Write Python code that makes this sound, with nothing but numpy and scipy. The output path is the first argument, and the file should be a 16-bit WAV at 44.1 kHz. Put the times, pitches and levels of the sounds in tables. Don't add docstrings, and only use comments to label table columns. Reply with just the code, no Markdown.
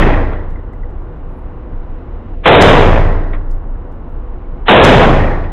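import sys
import numpy as np
from scipy import signal
from scipy.io import wavfile
from scipy.ndimage import uniform_filter1d

SR = 44100
rng = np.random.default_rng(int(sys.argv[2]) if len(sys.argv) > 2 else 0)


def generate_wav(sig):
    pcm = np.round(np.clip(np.atleast_2d(sig).T, -1, 1) * 32767).astype(np.int16)
    wavfile.write(sys.argv[1], SR, pcm)


def voltage_ratio(decibels):
    exponent = np.asarray(decibels, float) / 20
    return 10 ** exponent


N = 243431
TIME = np.arange(N) / SR
BOOM_LAG_S, SIDE_LAG_S = 0.035, 0.1702


def at_hz(table, hz):
    table_hz, *columns = np.transpose(table)
    return [np.interp(np.log(hz), np.log(table_hz), column) for column in columns]


def dying(start, t60, rise):
    span = slice(max(int(start * SR), 0), int((start + 2 * t60) * SR) + 2)
    age = np.maximum(TIME[span] - start, 0)
    build_up = 1 - np.exp(-age / max(rise, 1e-4))
    out = np.zeros(N)
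    out[span] = build_up * np.exp(-np.log(1000) * age / t60)
    return out


def ramp_into(start, seconds, bend):
    span = slice(max(int((start - seconds) * SR), 0), max(int(start * SR), 0))
    out = np.zeros(N)
    out[span] = np.clip((TIME[span] - start) / seconds + 1, 0, 1) ** bend
    return out


def filtered(x, order, hz, kind):
    return signal.sosfilt(signal.butter(order, hz, kind, fs=SR, output="sos"), x)


def bands(low, high, channels):
    settle = 4000
    white = rng.standard_normal((2, channels, N + settle)) * np.sqrt(SR / 2)
    edges = np.geomspace(low, high, round(2.5 * np.log2(high / low)) + 1)
    for k, (a, b) in enumerate(zip(edges, edges[1:])):
        yield np.sqrt(a * b), filtered(white[k % 2], 3, [a, b], "band")[:, settle:]


def narrow_noise(hz, width_hz):
    r = np.exp(-np.pi * width_hz / SR)
    poles = [1, -2 * r * np.cos(2 * np.pi * hz / SR), r * r]
    x = signal.lfilter([1, 0, -1], poles, rng.standard_normal(N + SR))[SR:]
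    return x / x.std()


def loudness(x, seconds):
    power = uniform_filter1d(x ** 2, size=int(seconds * SR))
    return np.sqrt(np.maximum(power, 0) + 1e-16)


# (time [s], blast level [dB], boom level [dB], rattle level [dB], side recorder level [dB])
SHOT_EVENTS = [
    (-.569, 18.5, 3, 4, 8),
    (2.4564, 10, 1, -10.5, 0),
    (4.682, 9, -3.5, -5.5, 0.3),
]
# (frequency [Hz], level [dB per Hz], t60 [s], build-up [s])
BLAST_BANDS = [(50, 8.5, 1.27, 0.3), (148.8, 11, 0.91, 0.059), (273, 5, 1.01, 0.067),
               (464, 12, 0.88, 0.035), (864, 5.5, 0.93, 0.0089), (1400, -7, 0.97, 0.00069),
               (2260, -12, 1.086, 0.0032), (4070, -15, 0.86, 0.0023)]
# (frequency [Hz], level [dB per Hz])
RIFLE_AIR = [(45, -44), (90, -51), (140, -66), (280, -60), (500, -68.5), (1200, -73), (2000, -103.5),
             (4400, -125.5)]


def hall():
    out = np.zeros(N)
    for hz, noise in bands(40, 4600, channels=1):
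        level_db, t60, rise = at_hz(BLAST_BANDS, hz)
        tail = sum(voltage_ratio(blast_db + level_db - 24.5) * dying(s, t60, rise) for s, blast_db, *_ in SHOT_EVENTS)
        air = voltage_ratio(at_hz(RIFLE_AIR, hz)[0])
        out += noise[0] * np.hypot(tail, air)
    return out


# (frequency [Hz], level [dB per Hz], t60 [s], left-right likeness [0-1], left minus right [dB])
SIDE_BLAST_BANDS = [(297, -22, 0.46, 0.93, -1), (900, -25.5, 0.69, 0.93, 4), (2670, -43, 1, 0.97, 1),
                    (4950, -44.5, 0.73, 0.62, 0.5), (7100, -49, 0.64, 0.71, 1.5),
                    (8800, -56.5, 0.55, 0.33, 3), (12100, -68, 0.63, .45, 2), (15500, -72.5, .42, .45, 4)]
# (frequency [Hz], level [dB per Hz])
SIDE_AIR_BANDS = [(300, -89.5), (1000, -87.5), (2400, -90), (3400, -101), (4500, -111), (7000, -121),
                  (9000, -143), (15500, -149)]


def side_recorder():
    heard = [(s + SIDE_LAG_S, side_db) for s, *_, side_db in SHOT_EVENTS]
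    squeeze = 0
    for s, _ in heard:
        squeeze = squeeze + voltage_ratio(24.5) * dying(s, 0.81, 0.00051) + voltage_ratio(7.5) * dying(s, 7.3, 0.05)
    out = np.zeros((2, N))
    for hz, (mid, side) in bands(250, 16000, channels=2):
        level_db, t60, alike, lean_db = at_hz(SIDE_BLAST_BANDS, hz)
        crack_db = 19 - 10 * abs(np.log2(hz / 6800))
        tail = 0
        for s, side_db in heard:
            smear = voltage_ratio(-11.5) * ramp_into(s, 0.023, 1.2)
            crack = voltage_ratio(crack_db) * dying(s, 0.0033, 0.00076)
            tail = tail + voltage_ratio(side_db + level_db) * (smear + crack + dying(s, t60, 0.0004))
        alike = np.clip(alike, 0, 1)
        pair = np.sqrt(1 + alike) * mid + np.sqrt(1 - alike) * side * [[1], [-1]]
        lean = voltage_ratio([[lean_db / 2], [-lean_db / 2]])
        out += pair * lean * np.hypot(tail, voltage_ratio(at_hz(SIDE_AIR_BANDS, hz)[0]))
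    return out / (1 + squeeze)


# (frequency [Hz], level after a shot [dB], t60 [s], width [Hz], level under the ventilation [dB])
STANDING_WAVES = [(26.347, 5, 3.02, 2.5, -37.5), (26.8, 5, 2.56, 2.2, -39), (84.8, 6, 1.7, 8.3, -42.5),
                  (100.67, 7.5, 1.18, 12, -49), (153.55, 6, 1.23, 9.3, -42.5), (304, -3.5, 1.54, 12, -52),
                  (487, -2, 0.55, 8.7, -46)]


def room_modes():
    out = np.zeros(N)
    for hz, shot_db, t60, width_hz, air_db in STANDING_WAVES:
        out += voltage_ratio(air_db) * narrow_noise(hz, width_hz)
        for s, _, boom_db, *_ in SHOT_EVENTS:
            ring = np.sin(2 * np.pi * hz * (TIME - s - BOOM_LAG_S))
            out += voltage_ratio(shot_db + boom_db) * dying(s, t60, 0.072) * ring
    return out


def rattle():
    lowest_hz, lag_s = STANDING_WAVES[0][0], 0.02
    gate = 0
    for s, _, _, rattle_db, _ in SHOT_EVENTS:
        swing = np.sin(2 * np.pi * lowest_hz * (TIME - s - BOOM_LAG_S - lag_s))
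        gate = gate + voltage_ratio(rattle_db) * dying(s + 0.46, 0.61, 0.15) * (2.5 + swing) ** 2 / 7
    return voltage_ratio(-5) * gate * narrow_noise(1860, 110)


# (time [s], peak level [dB], ring [Hz], t60 [s], share of broad clatter [0-1])
HOUSING_KNOCKS = [
    (0.3288, -22.5, 1960, 0.15, 0.93),
    (.5578, -16, 2050, 0.019, 0.49),
    (.7339, -29, 2010, 0.032, .2),
    (0.8327, -27, 1980, 0.036, 0.13),
    (3.3326, -18, 1980, 0.13, 0.9),
    (3.557, -48, 1870, 0.046, 0.24),
    (3.754, -38, 1670, 0.07, 0.68),
    (5.4396, -21, 1910, 0.074, .95),
]


def knocks():
    clatter = filtered(rng.standard_normal(N), 1, [250, 3500], "band")
    out = np.zeros(N)
    for s, db, hz, t60, share in HOUSING_KNOCKS:
        ring = np.sin(2 * np.pi * hz * (TIME - s))
        out += voltage_ratio(db) * dying(s, t60, 0.0015) * ((1 - share) * ring + share * 2.0 * clatter)
    return out


# (time [s], click level [dB], flank rings level [dB], mouth ring level [dB])
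CASE_BOUNCES = [(.5023, -48.5, -77, -73.5), (.7317, -53, -80, -71), (.9066, -58, -88, -84),
                (1.0074, -61, -79, -73), (1.1358, -63, -99, -95), (1.1677, -62, -95, -79),
                (1.2535, -70, -97, -96), (1.297, -61, -69.5, -87), (1.3674, -78, -75, -86),
                (3.5102, -40.5, -74, -57), (3.9185, -54, -75, -71), (4.0944, -59, -75, -70),
                (4.199, -66, -86, -82)]
# (frequency [Hz], t60 [s], level [dB], column of CASE_BOUNCES that drives it [index])
CASE_RINGS = [
    (11180, .4, 0, 2),
    (12820, .38, -6.5, 2),
    (14740, 0.29, 0, 3),
]


def cases():
    hiss = filtered(rng.standard_normal((2, N)), 2, [3500, 8500], "band")
    hiss[1] = 0.64 * hiss[0] + 0.7 * hiss[1]
    clicks = 0
    for s, click_db, *_ in CASE_BOUNCES:
        click = dying(s, 0.027, 0.00082) + voltage_ratio(-14.0) * dying(s, 0.22, 0.008)
        clicks = clicks + voltage_ratio(click_db - 1.5) * click
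    out = hiss * clicks
    for hz, t60, ring_db, column in CASE_RINGS:
        rings = sum(voltage_ratio(row[column] + ring_db - 2.0) * dying(row[0], t60, 0.0018) for row in CASE_BOUNCES)
        out += narrow_noise(hz, 30) * rings
    return out * voltage_ratio([[2.1], [-2.1]])


# (time [s], peak level [dB])
FAN_SWELLS = [(.52, -14), (.70, -19), (.84, -17), (.98, -19), (1.13, -21), (1.26, -21), (1.46, -20.5),
              (1.59, -22), (1.78, -15), (1.94, -16.5), (2.02, -19.5), (2.14, -17.5), (2.36, -17),
              (3.38, -17), (3.53, -11), (3.70, -13.5), (3.90, -19.5), (4.17, -17), (4.33, -23), (4.52, -19),
              (4.66, -16.5)]


def throb():
    throb_hz, half_width_s = 26.4, 0.05
    wander = np.cumsum(narrow_noise(1.11, 2.4)) / SR
    swells = np.zeros(N)
    for k, (s, db) in enumerate(FAN_SWELLS):
        swells += (-1) ** k * voltage_ratio(db) * np.exp(-0.5 * ((TIME - s) / half_width_s) ** 2)
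    return swells * np.sin(2 * np.pi * (throb_hz * TIME + 2.64 * wander))


# (low edge [Hz], high edge [Hz], threshold [dB])
WEAK_BANDS = [(2090, 2900, -35), (2700, 3500, -32), (3416, 4000, -31.5), (3820, 4800, -36)]


def rifle_recorder(x):
    ceiling, knee = 0.69, 5.7
    x = x / (1 + np.abs(x / ceiling) ** knee) ** (1 / knee)

    ahead = sum(ramp_into(shot[0], 0.027, 0.79) for shot in SHOT_EVENTS)
    follow = loudness(filtered(x, 2, 400, "high"), 0.025) * (ahead == 0)
    grit = filtered(rng.standard_normal(N), 2, 400, "high")
    x = x + (voltage_ratio(-12.0) * ahead + voltage_ratio(-5.5) * follow) * grit

    for low, high, threshold_db in WEAK_BANDS:
        band = signal.sosfiltfilt(signal.butter(2, [low, high], "band", fs=SR, output="sos"), x)
        x = x - band / (1 + (loudness(band, 0.03) / voltage_ratio(threshold_db)) ** 1.7)

    edge = signal.sosfiltfilt(signal.cheby2(10, 30, 3520, "high", fs=SR, output="sos"), x)
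    flicker_db = np.minimum(-12 + 4.5 * rng.standard_normal(400), 0)
    flicker = voltage_ratio(flicker_db)[(TIME / 0.023).astype(int)]
    x = x - edge * (1 - uniform_filter1d(flicker, size=300))

    starved = uniform_filter1d(1.0 * (TIME > 2.35) * (TIME < 2.435), size=300)
    treble = signal.sosfiltfilt(signal.butter(3, 750, "high", fs=SR, output="sos"), x)
    x = x - starved * (1 - voltage_ratio(-17)) * treble
    return signal.sosfiltfilt(signal.cheby2(16, 45, 3983 * 1.115, fs=SR, output="sos"), x)


def scene():
    at_rifle = hall() + room_modes() + throb() + rattle() + knocks()
    return rifle_recorder(at_rifle) + side_recorder() + cases()


def low_pass(x):
    return signal.sosfilt(signal.butter(12, 15900, fs=SR, output="sos"), x)


def record(dry):
    mix = np.clip(dry, -1, 1)
    return low_pass(mix)


dry = scene()
out = record(dry)
generate_wav(out)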